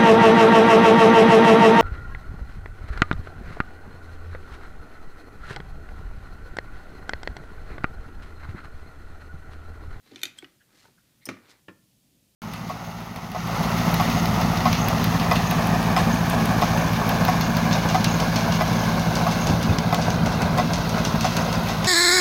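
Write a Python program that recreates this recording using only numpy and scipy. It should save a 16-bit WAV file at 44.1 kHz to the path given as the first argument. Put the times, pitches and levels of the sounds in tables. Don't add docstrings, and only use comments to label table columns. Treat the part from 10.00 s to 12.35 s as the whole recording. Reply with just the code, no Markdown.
import sys
import numpy as np
from scipy import signal
from scipy.fft import rfft, irfft
from scipy.io import wavfile

SR = 44100
rng = np.random.default_rng(int(sys.argv[2]) if len(sys.argv) > 2 else 0)


def materialize(psi):
    bounded = np.clip(np.atleast_2d(psi).T, -1, 1)
    quanta = np.round(bounded * 32767).astype(np.int16)
    wavfile.write(sys.argv[1], SR, quanta)


N = 103635
T = np.arange(SR // 2) / SR

# (time [s], level [dB], low-pass [Hz], rise [s], pitch [ratio], thud level [dB], thud pitch [ratio])
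LATCH_CLICKS = [(.1085, -60, 2980, .002, 1.1, -54, 1.1), (.1125, -62, 3000, .002, 1.6, -45, 1.08),
                (.1165, -53.5, 5000, 0.00085, 1.12, -42.5, 0.77),
                (.135, -52.5, 3600, 0.0025, 0.51, -44, 0.8), (.1588, -37.5, 6100, 0.00064, 0.99, -45, 0.98),
                (.179, -45, 4500, 0.0031, 0.71, -58, 0.82), (.192, -49.5, 10000, .001, 0.9, -62, 0.67),
                (.2152, -40, 10120, 0.0021, 1.05, -56, 0.82),
                (.2319, -17.5, 16000, .0027, 1.0, -44.5, 1.02),
                (.2538, -27.5, 7200, 0.00096, 1.05, -43.5, .85),
                (.4238, -42.5, 3120, .0015, 0.62, -39.5, 1.0), (.444, -38, 3200, 0.0007, .82, -53, 0.82)]
SEAT_KNOCKS = [(.84, -54.5, 1000, 0.0016, 0.6, -81, 1.2), (.852, -48, 1480, 0.0026, 0.68, -69, 0.92),
               (.881, -57.5, 995, 0.0011, 0.58, -59.5, 1.34),
               (1.266, -43.5, 3000, 0.0023, 1.36, -40.5, 1.05),
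               (1.2885, -27.5, 10200, 0.00035, 0.98, -32, 1.0),
               (1.3025, -51, 4500, 0.00068, .94, -44, 0.87), (1.3095, -43.5, 4000, 0.0035, .9, -42, 0.992),
               (1.341, -48.5, 4000, 0.0015, 1.01, -53, 1.2), (1.367, -48.5, 4000, 0.0038, .96, -58, 0.91),
               (1.385, -59, 3000, 0.0024, 1.4, -69, 1.1), (1.6828, -42, 3200, 0.00034, 1.27, -52.5, 0.97),
               (1.6845, -41.5, 2010, 0.00049, .8, -39.5, 0.96),
               (1.691, -50, 5020, 0.0024, 1.12, -43.5, 1.08)]
# (frequency [Hz], relative level [dB], T60 [s])
LATCH_MODES = [(1480, -13.5, 0.018), (1890, -9.5, 0.031), (2366, -5, 0.036), (2470, -22, .22),
               (3050, -6.5, 0.03), (3580, 3.5, 0.022), (4175, -3.5, 0.019), (5910, -4, 0.02),
               (6680, -11, 0.027), (8000, -8.5, 0.02), (10040, -17, 0.022), (11560, -6, 0.018),
               (12450, -9, 0.015)]
SLOT_WALL_MODES = [(130.3, -17, 0.26), (277.3, -10.5, 0.14), (331.4, 0, 0.083), (389, 4.5, 0.033),
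                   (466, -5, 0.018), (740, -7.5, 0.05)]
CONNECTOR_MODES = [(592, -8.5, 0.054), (687, -11.5, 0.042), (853, -7.5, 0.04), (1320, -10, 0.098),
                   (1453, -7.5, 0.044), (1707, -8.5, 0.027), (1830, -12.5, 0.05), (2180, 1.5, 0.026),
                   (2396, -3, 0.033), (3270, -15, 0.034)]
SEAT_PAN_MODES = [(102, -11, 0.18), (134.3, -17, 0.11), (189.5, -8.5, 0.21), (273, -5.5, 0.12),
                  (325.6, -3, 0.072), (408.6, -5.5, 0.081), (466, -3, 0.034), (502, -3, 0.054)]
HOOK_MODES = [(1550, -17.5, 0.031), (1960, -12, 0.018), (3230, 3, .016), (3375, -17.5, 0.11),
              (5210, -8, 0.013), (7590, -3, .01), (8120, -2.5, 0.014)]
JAW_MODES = [(5198, -2.5, 0.059), (5674, -4, 0.066), (6240, -15, .045), (9060, -0.5, 0.037),
             (10270, -16, 0.043), (11050, -10.5, 0.039), (13600, -4.5, 0.031)]
# (frequency [Hz], relative spectral density [dB])
LATCH_SPECTRUM = [(100, -34), (350, -22), (600, -24.5), (780, -13.5), (1050, -20), (1800, -4), (3600, -9),
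                  (5000, -10), (7000, -10), (9000, -18.5), (12500, -8.5), (16000, -22)]
CONNECTOR_SPECTRUM = [(70, -9), (300, 10.5), (800, -2.5), (1100, 4.5), (2200, 3.5), (3200, -7.5),
                      (6000, -5), (9000, -20), (16000, -14)]
METAL_SPECTRUM = [(200, -8.5), (1500, -8), (3500, -6), (5500, 7.5), (7500, -4.5), (11000, -9.5),
                  (16000, -14)]
FRICTION_SPECTRUM = [(100, -23.5), (300, 4), (700, -4.5), (1100, -4.5), (2000, -1.5), (3000, -7),
                     (4100, -2.5), (5200, -5.5), (7300, -9), (9500, -11.5), (16000, -14)]
BACKGROUND_SPECTRUM = [(15, -50), (25, -24.5), (43, -11.5), (80, -12.5), (130, -5), (249, -9.5),
                       (277, -13.5), (309, -13), (405, -22.5), (560, -21), (1100, -31), (1400, -32),
                       (3080, -24.5), (14400, -27), (16000, -30.5)]
# (peak time [s], swell [s], fade [s], level [dB], high-pass [Hz], low-pass [Hz])
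RUB_STROKES = [(.09, 0.035, 0.082, -61.5, 149, 4550), (.2, 0.063, 0.073, -59, 990, 5000),
               (0.387, 0.0059, 0.0038, -47.5, 1400, 12800), (0.371, 0.014, 0.1, -63, 298, 4000),
               (.76, 0.072, 0.072, -67, 250, 2580), (0.804, 0.046, 0.06, -61.5, 1730, 8260),
               (1.49, 0.055, .06, -60, 290, 2950), (1.51, 0.019, 0.012, -56, 2030, 8000),
               (.2, 0.084, 0.1, -61.5, 80.1, 150), (1.05, 0.22, 0.28, -74.5, 697, 4030),
               (2.14, .05, 0.051, -70.5, 90.1, 120)]
# (peak time [s], spread [s], frequency [Hz], level [dB])
FINGER_CREAKS = [(.615, 0.0093, 1690, -63), (.616, 0.0077, 2980, -71), (0.984, 0.0049, 1460, -64),
                 (1.23, 0.012, 2080, -63), (1.231, 0.0097, 4040, -67), (.085, 0.032, 4030, -68)]
# (frequency [Hz], T60 [s])
ROOM_DECAY = [(100, 0.41), (300, 0.36), (1000, 0.4), (2500, .33), (6000, 0.25), (14000, 0.15)]


def latch_clicks():
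    return plastic_impacts(LATCH_CLICKS, LATCH_MODES, LATCH_SPECTRUM, SLOT_WALL_MODES,
                           crack_db=-2, crack_t60=0.019)


def connector_knocks():
    return plastic_impacts(SEAT_KNOCKS, CONNECTOR_MODES, CONNECTOR_SPECTRUM, SEAT_PAN_MODES,
                           crack_db=0.5, crack_t60=0.037)


def plastic_impacts(impacts, modes, spectrum, shell_modes, crack_db, crack_t60):
    thud_lag_s, thud_rise_s = 0.0023, 0.0043
    out = np.zeros((2, N))
    for s, db, cutoff_hz, rise_s, pitch, thud_db, thud_pitch in impacts:
        blow = strike(modes, spectrum, crack_db, crack_t60, rise_s, pitch)
        add(out, s, amp(db) * low_pass(blow, cutoff_hz))
        thud = np.minimum(T / thud_rise_s, 1) * ring(shell_modes, thud_pitch)
        thud_gains = amp([[thud_db], [thud_db - 1]])
        add(out, s + thud_lag_s, thud_gains * thud)
    return high_pass(out, hz=89)


def strike(modes, spectrum, crack_db, crack_t60, rise_s, pitch=1):
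    shifted_spectrum = [(pitch * hz, db) for hz, db in spectrum]
    crack = coloured(rng.standard_normal(len(T)), shifted_spectrum) * amp(crack_db - 60 * T / crack_t60)
    tone = ring(modes, pitch)
    scattered = amp(-5) * tone + amp(4) * crack
    return np.minimum(T / rise_s, 1) * np.array([tone + crack, scattered])


def ring(modes, pitch=1):
    return sum((-1) ** k * amp(db - 60 * T / t60) * np.sin(2 * np.pi * pitch * hz * T)
               for k, (hz, db, t60) in enumerate(modes))


def hook_slip():
    out = np.zeros((2, N))
    slip = strike(HOOK_MODES, METAL_SPECTRUM, crack_db=-14, crack_t60=0.015, rise_s=0.0029)
    add(out, s=0.3862, sound=amp(-28) * slip)
    return out


def jaw_clink():
    clink_s, bounce_s = 1.2548, 0.0045
    out = np.zeros((2, N))
    for s, db in [(clink_s, -33.5), (clink_s + bounce_s, -38)]:
        clink = strike(JAW_MODES, METAL_SPECTRUM, crack_db=-6.5, crack_t60=0.04, rise_s=0.00053)
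        add(out, s, amp(db) * clink)
    return out


def rubbing():
    slips_per_s, spread_db = 2500, 2
    t, out = np.arange(N) / SR, np.zeros(N)
    for s, swell_s, fade_s, db, low_hz, high_hz in RUB_STROKES:
        slips = rng.standard_normal(N) * (rng.random(N) < slips_per_s / SR)
        slips *= amp(spread_db * np.minimum(rng.exponential(1, N), 4))
        friction = high_pass(low_pass(coloured(slips, FRICTION_SPECTRUM), high_hz), low_hz)
        stroke = np.exp(-0.5 * ((t - s) / np.where(t < s, swell_s, fade_s)) ** 2)
        out += amp(db) * stroke * unit_rms(friction)
    return out


def creaks():
    relative_bandwidth = 0.23
    t, f, out = np.arange(N) / SR, np.fft.rfftfreq(N, 1 / SR), np.zeros(N)
    for s, spread_s, hz, db in FINGER_CREAKS:
        detuning = 2 * (f / hz - 1) / relative_bandwidth
        band = irfft(rfft(rng.standard_normal(N)) / (1 + detuning ** 2), N)
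        out += amp(db) * np.exp(-0.5 * ((t - s) / spread_s) ** 2) * unit_rms(band)
    return out


def room(scattered):
    tail_db, early_db, early_t60 = -12.5, -17, 0.071
    hz, t, bands = signal.stft(rng.standard_normal(len(T)), SR, nperseg=256)
    decay = amp(-60 * t / at_frequency(ROOM_DECAY, hz)[:, None])
    tail = signal.istft(bands * decay, SR, nperseg=256)[1][:len(T)]
    early = rng.standard_normal(len(T)) * amp(-60 * T / early_t60)
    response = amp(tail_db) * tail / np.linalg.norm(tail) + amp(early_db) * early / np.linalg.norm(early)
    out = np.zeros(N)
    add(out, s=0.004, sound=signal.fftconvolve(scattered, response))
    return out


def background():
    return amp(-65.5) * coloured(rng.standard_normal(N), BACKGROUND_SPECTRUM)


def low_pass(x, hz):
    return signal.sosfilt(signal.butter(2, min(hz, 0.45 * SR), fs=SR, output="sos"), x)


def high_pass(x, hz):
    return signal.sosfilt(signal.butter(2, hz, "high", fs=SR, output="sos"), x)


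def coloured(x, spectrum):
    gain = amp(at_frequency(spectrum, np.fft.rfftfreq(len(x), 1 / SR)))
    return unit_rms(irfft(rfft(x) * gain, len(x)))


def at_frequency(table, hz):
    f, value = np.transpose(table)
    return np.interp(np.log(hz + 1), np.log(f + 1), value)


def amp(db):
    return 10 ** (np.asarray(db) / 20)


def unit_rms(x):
    return x / np.sqrt(np.mean(x ** 2) + 1e-20)


def add(mix, s, sound):
    part = mix[..., round(s * SR):][..., :sound.shape[-1]]
    part += sound[..., :part.shape[-1]]


def scene():
    impacts = latch_clicks() + connector_knocks() + hook_slip() + jaw_clink()
    direct, scattered = impacts + rubbing() + creaks()
    return (direct + room(scattered) + background())[None]


def record(dry):
    cutoff_hz = 15600
    kernel = signal.firwin(401, cutoff_hz, window=("kaiser", 8), fs=SR)
    return signal.oaconvolve(dry, kernel[None], "same")


dry = scene()
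out = record(dry)
materialize(out)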